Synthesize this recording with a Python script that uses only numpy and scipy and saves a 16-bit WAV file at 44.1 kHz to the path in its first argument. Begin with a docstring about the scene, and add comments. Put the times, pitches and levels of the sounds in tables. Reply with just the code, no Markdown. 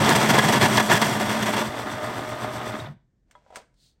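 """On a desk in a quiet room, an electric pencil sharpener grinds a pencil. The circling cutter bites hard,
tearing chips and splinters that ring its steel and the plastic shell, then shaves ever more lightly until
mostly the rattle and whine of the gears and the hum of the motor remain. The motor stops; the pencil
knocks in the plastic guide and slides out, and the hand draws back with a soft swish."""
import sys
import numpy as np
from scipy import signal
from scipy.fft import rfft, irfft
from scipy.io import wavfile

SR = 44100
rng = np.random.default_rng(int(sys.argv[2]) if len(sys.argv) > 2 else 0)


def wav_record(signal):
    """Record a signal, one row per channel, as 16-bit PCM in the file named by sys.argv[1]."""
    frames = np.transpose(np.atleast_2d(signal))
    bounded = np.clip(frames, -1, 1)
    # unit amplitude maps onto the largest positive 16-bit level
    quanta = np.round(bounded * 32767).astype(np.int16)
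    wavfile.write(sys.argv[1], SR, quanta)


N = 176400
T = np.arange(N) / SR

# Gear teeth meshing, flatter under load. Each row: time in seconds, pitch in Hz.
MESH_PITCH = [(0, 590.7), (1.0, 592), (1.6, 600.8), (1.8, 614), (2.05, 614.2), (2.3, 615), (2.7, 618.2),
              (2.9, 623.4)]
# The gears' tones. Each row: harmonic number, relative level in dB, change in dB a second as they ease.
WHINE_PARTIALS = [(1, -38, -8), (2, -42.5, 2.5), (3, -59, 1)]
# Steady cutting, set by the push on the pencil. Each row: time in seconds, rasp and hiss in dB.
PUSH = [(0, -16.5, -28), (.5, -22.5, -30), (.595, -26, -33.5), (.74, -21.5, -27.5), (.87, -32, -31.5),
        (1.005, -30, -33), (1.06, -19.5, -27), (1.15, -28.5, -35), (1.27, -31.5, -36), (1.4, -27.5, -37),
        (1.62, -33, -36), (1.7, -37.5, -44), (2.4, -42.5, -46.5), (2.78, -39, -47.5), (2.87, -45, -72),
        (2.95, -100, -100)]
# The blades dig in. 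Each row: start and length in seconds, then rasp, hiss and crunch in dB.
BLADE_BITES = [(0.103, 0.013, -18.5, -33, -17), (0.147, 0.015, -14, -21, -20),
               (0.286, 0.023, -14, -21.5, -28.5), (0.336, 0.0089, -15.5, -32.5, -28.5),
               (0.378, 0.013, -12, -28, -12), (0.425, 0.03, -18, -27, -34), (0.48, 0.0079, -15, -25, -19.5),
               (0.52, 0.053, -16.5, -25, -25.5), (0.607, 0.054, -13.5, -23, -21.5),
               (.768, 0.013, -11, -30.5, -16.5), (0.793, 0.011, -15.5, -29.5, -18.5),
               (0.893, 0.034, -13.5, -26.5, -26.5), (0.909, 0.067, -16.5, -23.5, -17),
               (1.011, .016, -14, -24, -24), (1.194, 0.037, -23, -32.5, -33),
               (1.287, 0.081, -22, -31.5, -33), (1.421, 0.01, -22.5, -30, -36.5),
               (1.455, 0.045, -23, -29, -40), (1.527, 0.017, -23.5, -33, -35),
               (1.56, 0.062, -20.5, -31.5, -33.5)]
# Dry splinters break off. 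Each row: start in seconds, level in dB.
SPLINTER_SNAPS = [(0.047, -24), (0.092, -11.5), (.102, -17.5), (.125, -23.5), (0.161, -20), (.387, -17.5),
                  (.488, -23.5), (.627, -18), (.772, -18.5), (0.916, -22), (1.015, -24.5)]
# The blades graze the retreating tip. Each row: peak time in seconds, pitch in Hz, level in dB.
TIP_SQUEAKS = [(2.803, 3750, -42), (2.863, 3570, -41.5)]
# The pencil hits the guide. Each row: start in seconds, relative ring level in dB,
# favoured pitch in Hz, relative tick level in dB.
PENCIL_KNOCKS = [(3.311, -60, 990, -36.5), (3.352, -35, 1097, -56), (3.358, -41, 1000, -62),
                 (3.464, -44, 700, -70), (3.504, -34.5, 720, -50), (3.525, -33.5, 720, -57),
                 (3.536, -36, 700, -62), (3.548, -40, 900, -39), (3.558, -30, 1540, -18.5),
                 (3.566, -33.5, 1110, -31), (3.572, -29.5, 750, -42), (3.583, -38.5, 650, -38),
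                 (3.741, -80, 990, -55)]

# Fader moves. Each row: time in seconds, level in dB.
GEAR_DRIVE = [(0, 5), (1.7, -0.5), (2.3, -1), (2.77, -3), (2.81, -11), (2.87, -10), (2.91, -21), (3.0, -74)]
BLADE_DRUMMING = [(0, -28.5), (.8, -27.5), (1.0, -31.5), (1.64, -31), (1.71, -40.5), (2.75, -80),
                  (2.92, -46), (3.0, -100)]
DESK_SHAKE = [(0, -26), (.65, -26), (.85, -37.5), (.95, -27.5), (1.1, -34), (1.6, -43), (1.72, -55),
              (2.8, -49), (2.91, -37), (2.95, -51), (3.07, -77)]
PENCIL_RUB = [(3.25, -92), (3.33, -66), (3.42, -72.5), (3.51, -65.5), (3.57, -49), (3.61, -54), (3.68, -83),
              (3.78, -84)]

# Tone colours of the noise layers. Each row: frequency in Hz, relative level in dB.
RASP_EQ = [(60, -27.5), (125, -1.5), (175, -7.5), (260, -2.5), (390, -0.5), (500, -8), (640, -1.5),
           (1000, -4.5), (1250, -8), (1520, -8), (2050, -6), (2620, -14), (3300, -15.5), (4000, -19),
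           (6000, -24.5), (9000, -36.5), (15500, -42)]
HISS_EQ = [(1500, -28), (3300, 0.5), (4500, -2), (6000, -1.5), (6700, -2), (8500, -0.5), (11500, -4.5),
           (15500, -15)]
RATTLE_EQ = [(35, -50.5), (60, -24), (112, -6.5), (163, -15), (220, 1.5), (533, -7), (613, 0.5),
             (688, -1.5), (1200, -5.5), (1900, -8.5), (2800, -19), (3420, -19), (8280, -40), (11700, -37),
             (15500, -44)]
SHAVINGS_EQ = [(1500, -17), (3000, -4.5), (4200, 0.5), (6000, -2.5), (6600, -5.5), (8000, 0.5),
               (11500, -5.5), (15500, -13.5)]
SNAP_EQ = [(2000, -20.5), (4000, 6.5), (6000, -2), (8800, 3), (11500, -10), (15500, -15.5)]
RUB_EQ = [(300, -11.5), (480, -3.5), (700, -3.5), (1100, -10), (2000, -13.5), (8000, -24.5), (15000, -43.5)]
TICK_EQ = [(350, -34), (600, -11), (1600, 6), (3500, -2), (6000, -1.5), (8500, 1), (11000, -12),
           (15500, -17)]
SWISH_EQ = [(590, -59), (1000, -33), (1910, -24), (2420, -22), (4260, -4), (5600, -14), (9320, -15),
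            (13900, -33), (15000, -24)]
ROOM_TONE_EQ = [(20, -5.5), (42, 14.5), (65, 3.5), (130, 1.5), (250, -1), (500, -15), (1200, -31.5),
                (1750, -24), (2500, -36.5), (7000, -35), (10000, -46), (15500, -49)]

# Resonances of the plastic shell and the steel cutter. Each row: pitch and width in Hz, level in dB.
SHELL_MODES = [(430, 110, -7.5), (714, 31, -4), (755, 32, -2), (942, 55, 6.5), (990.5, 45, 1.5),
               (1429, 27, -4.5), (1656, 47, -1.5), (1718, 16, -2), (1866, 50, -8.5), (2453, 60, -8),
               (2725, 62, -4), (3296, 93, -4.5), (4000, 41, -16.5)]
STEEL_MODES = [(3343, 130, 2.5), (3484, 97, 4.5), (3670, 38, -4.5), (4700, 100, -5.5), (4924, 130, -7),
               (5540, 110, -5.5), (5880, 150, 0), (7670, 270, -7.5), (8315, 110, -8)]
# Resonances of the guide. Each row: pitch in Hz, relative level in dB, seconds to fall by 60 dB.
GUIDE_MODES = [(493, -5, 0.043), (605, -8.5, 0.18), (655, -5.5, 0.037), (777, -7, 0.075),
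               (976, -3.5, 0.073), (1320, -4, 0.033), (1640, -4.5, 0.036), (2054, -6, 0.044),
               (3335, 4, .04)]
# Paths inside the shell. Each entry: delay in seconds.
SHELL_PATHS = [.0003, .0007, .0013]
# Gaps in the treble. Each row: centre and width in Hz.
TREBLE_GAPS = [(10180, 980), (13800, 630)]

TEETH, START_TURN, STROKES_PER_TOOTH = 78, 0.31, 0.36


def from_db(db):
    """Decibels to gain."""
    return 10 ** (np.asarray(db) / 20)


def rms_one(x):
    """Scale to unit level."""
    return x / np.sqrt(np.mean(x ** 2) + 1e-20)


def in_time(rows):
    """Each column of a curve, at every sample."""
    s, *columns = np.transpose(rows)
    return [np.interp(T, s, c) for c in columns]


def drift(hz):
    """A smooth random wander of unit level, mostly slower than hz."""
    r = np.exp(-80 * np.pi * hz / SR)
    slow = signal.lfilter([1], [1, -2 * r, r * r], rng.standard_normal(N // 40 + 2002))[2000:]
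    return np.interp(np.arange(N) / 40, np.arange(len(slow)), rms_one(slow))


def colour(x, eq, size=8192):
    """Minimum-phase EQ that keeps the power of white noise."""
    hz, db = np.transpose(eq)
    f = np.maximum(np.arange(size // 2 + 1) * SR / size, 1)
    gain = from_db(np.interp(np.log(f), np.log(hz), db)) / np.sqrt(1 + (.5 * hz[0] / f) ** 4)
    cepstrum = irfft(np.log(rms_one(gain)))
    cepstrum[1:size // 2] *= 2
    cepstrum[size // 2 + 1:] = 0
    return signal.fftconvolve(x, irfft(np.exp(rfft(cepstrum))))[:N]


def resonate(x, hz, width_hz):
    """One resonance with gain 1 at its peak."""
    r, w = np.exp(-np.pi * width_hz / SR), 2 * np.pi * hz / SR
    return signal.lfilter(np.array([1, 0, -1]) * (1 - r * r) / 2, [1, -2 * r * np.cos(w), r * r], x)


def narrow(x, hz, width_hz):
    """A steep-sided band of the input, at unit level."""
    return rms_one(resonate(resonate(x, hz, width_hz), hz, width_hz))


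def body(x, modes):
    """A part rings with what strikes it, at the level of the input."""
    return x.std() * rms_one(sum(from_db(db) * resonate(x, hz, width) for hz, width, db in modes))


def ring(clicks, hz, t60):
    """A unit click sets a sine of height 1 ringing."""
    r, w = 1000 ** (-1 / (t60 * SR)), 2 * np.pi * hz / SR
    return signal.lfilter([0, np.sin(w)], [1, -2 * r * np.cos(w), r * r], clicks + 1e-18)


def grains(per_s, spread_db):
    """Random clicks of uneven size, at unit level."""
    sizes = from_db(spread_db * np.minimum(rng.exponential(1, N), 4)) * rng.choice([-1, 1], N)
    return rms_one(sizes * (rng.random(N) < per_s / SR))


def swell(cycles, depth, lag=0):
    """A level that rises once in each cycle."""
    return rms_one(np.exp(depth * np.cos(2 * np.pi * (cycles - lag))))


def bursts(hits, decay_s):
    """A sharp, dying burst of noise for each pair of start in seconds and level in dB."""
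    level = sum(from_db(db) * (T >= s) * np.exp(-np.clip(T - s, 0, .5) / decay_s) for s, db in hits)
    return level * rng.standard_normal(N)


def cutting(mesh, turns):
    """Blades tear chips from the wood, in bursts where they dig in; shell and cutter ring along."""
    rasp, hiss = from_db(in_time(PUSH))
    rasp_power = (rasp * swell(turns, depth=0.28)) ** 2
    hiss_power = (hiss * swell(turns, depth=0.11, lag=0.036)) ** 2
    attack_s, release_s, sag_db_per_s = 0.0033, 0.006, 63
    bite_power = crunch = 0
    for start, length, rasp_db, hiss_db, crunch_db in BLADE_BITES:
        age = np.maximum(T - start, 0)
        shape = np.minimum(age / attack_s, 1) * from_db(-sag_db_per_s * age)
        shape *= np.exp(-np.clip(age - length, 0, .5) / release_s)
        bite_power += (from_db(rasp_db) * shape) ** 2
        hiss_power += (from_db(hiss_db) * shape) ** 2
        crunch += from_db(crunch_db) * shape
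    strokes = swell(mesh * STROKES_PER_TOOTH + 0.14 * drift(25), depth=0.23)
    chips = grains(per_s=5000, spread_db=2.5) * strokes * np.sqrt(rasp_power + bite_power)
    # Hard bites shake the shell more and favour its middle resonances.
    jolts = grains(per_s=2800, spread_db=2.5) * strokes
    jolts *= np.sqrt(rasp_power + from_db(3) ** 2 * bite_power)
    cracks = body(grains(per_s=1200, spread_db=0.5) * strokes * crunch, [(1630, 550, 0)])
    splinters = grains(per_s=2200, spread_db=1.5) * strokes * np.sqrt(hiss_power)
    splinters *= from_db(0.96 * drift(70))
    wood = from_db(-3.5) * colour(chips, RASP_EQ) + from_db(-5.5) * colour(splinters, HISS_EQ)
    shell = from_db(-10) * body(jolts, SHELL_MODES) + from_db(-3) * body(cracks, SHELL_MODES)
    return wood + shell + from_db(-8.5) * body(splinters, STEEL_MODES)


def gear_rattle(mesh, turns, drive):
    """Loose teeth clatter as they mesh and faintly ring the shell."""
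    pulse = swell(mesh, depth=0.49) * swell(2 * turns, depth=0.14)
    clatter = drive * pulse * grains(per_s=4000, spread_db=2.5) * from_db(2.4 * drift(90))
    return from_db(-32) * (colour(clatter, RATTLE_EQ) + from_db(-20) * body(clatter, SHELL_MODES))


def shell_scatter(x, feedback=0.54):
    """Very short echoes inside the shell smear each click without colouring it."""
    for delay_s in SHELL_PATHS:
        allpass = np.r_[1, np.zeros(int(delay_s * SR)), feedback]
        x = signal.lfilter(allpass[::-1], allpass, x)
    return x


def gear_whine(mesh, drive, ease_at_s=2.5):
    """The mesh tone and its overtones sing when the gears run free; under load they blur and weaken."""
    load = from_db(in_time(PUSH)[0] - PUSH[0][1])
    phase = 2 * np.pi * (mesh + (.014 + .16 * load) * drift(25))
    eased_s = np.clip(T - ease_at_s, 0, .5)
    tones = 0
    for harmonic, db, db_per_s in WHINE_PARTIALS:
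        flutter_db = 3 / harmonic * drift(20)
        tones += from_db(db + db_per_s * eased_s + flutter_db) * np.sin(harmonic * phase)
    return np.sqrt(2) * drive * from_db(-7 * load) * tones


def motor(mesh, turns, hum_hz=118.2, off_at_s=2.875, fade_db_per_s=282, rocks_per_s=6.5):
    """Hum throbs once a turn, the blades drum twice a turn, the labouring machine rocks on the desk."""
    running = from_db(-fade_db_per_s * np.maximum(T - off_at_s, 0))
    hum = from_db(-40.5) * running * swell(turns, depth=0.62, lag=0.16)
    hum *= np.sin(2 * np.pi * (hum_hz * T + 0.14 * drift(23)))
    drum = from_db(in_time(BLADE_DRUMMING)[0]) * swell(2 * turns, depth=0.33, lag=0.39)
    drum *= np.sin(2 * np.pi * (STROKES_PER_TOOTH * mesh + .15 * drift(9)))
    desk = from_db(in_time(DESK_SHAKE)[0]) * swell(rocks_per_s * (T - 0.17), depth=0.52)
    desk *= narrow(rng.standard_normal(N), hz=134.1, width_hz=56)
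    return np.sqrt(2) * (hum + drum) + desk


def spinning_cutter(turns, drive):
    """The steel rings as it sweeps loose shavings once a turn; the blades clink against their holder."""
    sweep = swell(turns, depth=1.1, lag=-0.022)
    shavings = from_db(-51) * drive * sweep * grains(per_s=9900, spread_db=6)
    clinks = from_db(-52) * drive * narrow(grains(per_s=70, spread_db=3.5), hz=3560, width_hz=220)
    return colour(shavings, SHAVINGS_EQ) + from_db(-2) * body(shavings, STEEL_MODES) + clinks


def snaps():
    """Short bright cracks of splitting wood, which also knock the shell."""
    cracks = bursts(SPLINTER_SNAPS, decay_s=0.002)
    return colour(cracks, SNAP_EQ) + from_db(-2.5) * body(cracks, SHELL_MODES)


def squeaks(width_s=0.0041):
    """Two tiny squeaks as the blades graze the retreating tip."""
    out = 0
    for s, hz, db in TIP_SQUEAKS:
        level = from_db(db) * np.exp(-((T - s) / width_s) ** 2)
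        out += level * narrow(rng.standard_normal(N), hz, width_hz=330)
    return out


def pencil_rub():
    """Fine grains of friction as the pencil slides along the guide."""
    return colour(from_db(in_time(PENCIL_RUB)[0]) * grains(per_s=2500, spread_db=2), RUB_EQ)


def pencil_knocks(falloff_db_per_octave=15):
    """Each knock rings the guide around a favoured pitch, with a tick and a thin metal ping."""
    starts, ring_db, favoured_hz, tick_db = np.transpose(PENCIL_KNOCKS)
    guide = 0
    for hz, mode_db, t60 in GUIDE_MODES:
        hit_db = ring_db + mode_db - 3.5 - falloff_db_per_octave * abs(np.log2(hz / favoured_hz))
        hit_db += rng.normal(0, 1, len(starts))
        clicks = np.zeros(N)
        clicks[(starts * SR).astype(int)] = from_db(hit_db) * rng.choice([-1, 1], len(starts))
        guide += ring(clicks, hz, t60)
    ticks = colour(bursts(zip(starts, tick_db - 16), decay_s=0.007), TICK_EQ)
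    ping = from_db(-17) * ticks.std() * rms_one(resonate(ticks, hz=8400, width_hz=29))
    return guide + ticks + ping


def hand_swish(peak_s=3.85, width_s=0.061):
    """A soft breath of noise as the hand draws back."""
    level = from_db(-62.5) * np.exp(-((T - peak_s) / width_s) ** 2)
    return colour(level * rng.standard_normal(N), SWISH_EQ)


def room(x, t60=0.31):
    """Dense reflections add a short, dull tail."""
    t = T[:SR // 2]
    tail = rng.standard_normal(len(t)) * 1000 ** (-t / t60) * (t > .001)
    echoes = signal.fftconvolve(x, tail / np.sqrt(np.sum(tail ** 2)))[:N]
    dull = signal.butter(1, 5970, fs=SR, output="sos")
    return x + from_db(-12.5) * signal.sosfilt(dull, echoes)


def scene():
    """One shaft drives gears and cutter; the noises get the room's tail, whine and motor stay dry."""
    mesh = np.cumsum(in_time(MESH_PITCH)[0]) / SR  # teeth passed so far
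    turns = mesh / TEETH + START_TURN
    drive = from_db(in_time(GEAR_DRIVE)[0])
    noises = shell_scatter(cutting(mesh, turns) + gear_rattle(mesh, turns, drive))
    noises += snaps() + spinning_cutter(turns, drive) + squeaks()
    noises += pencil_knocks() + pencil_rub() + hand_swish()
    room_tone = from_db(-67.5) * colour(rng.standard_normal(N), ROOM_TONE_EQ)
    return (room(noises) + gear_whine(mesh, drive) + motor(mesh, turns) + room_tone)[None]


def record(dry):
    """Two narrow gaps in the treble, each notched twice, and a steep cut at the very top."""
    for hz, width_hz in TREBLE_GAPS:
        b, a = signal.iirnotch(hz, hz / width_hz, fs=SR)
        dry = signal.lfilter(b, a, signal.lfilter(b, a, dry))
    return signal.sosfilt(signal.cheby2(20, 70, 16500, fs=SR, output="sos"), dry)


dry = scene()
out = record(dry)
wav_record(out)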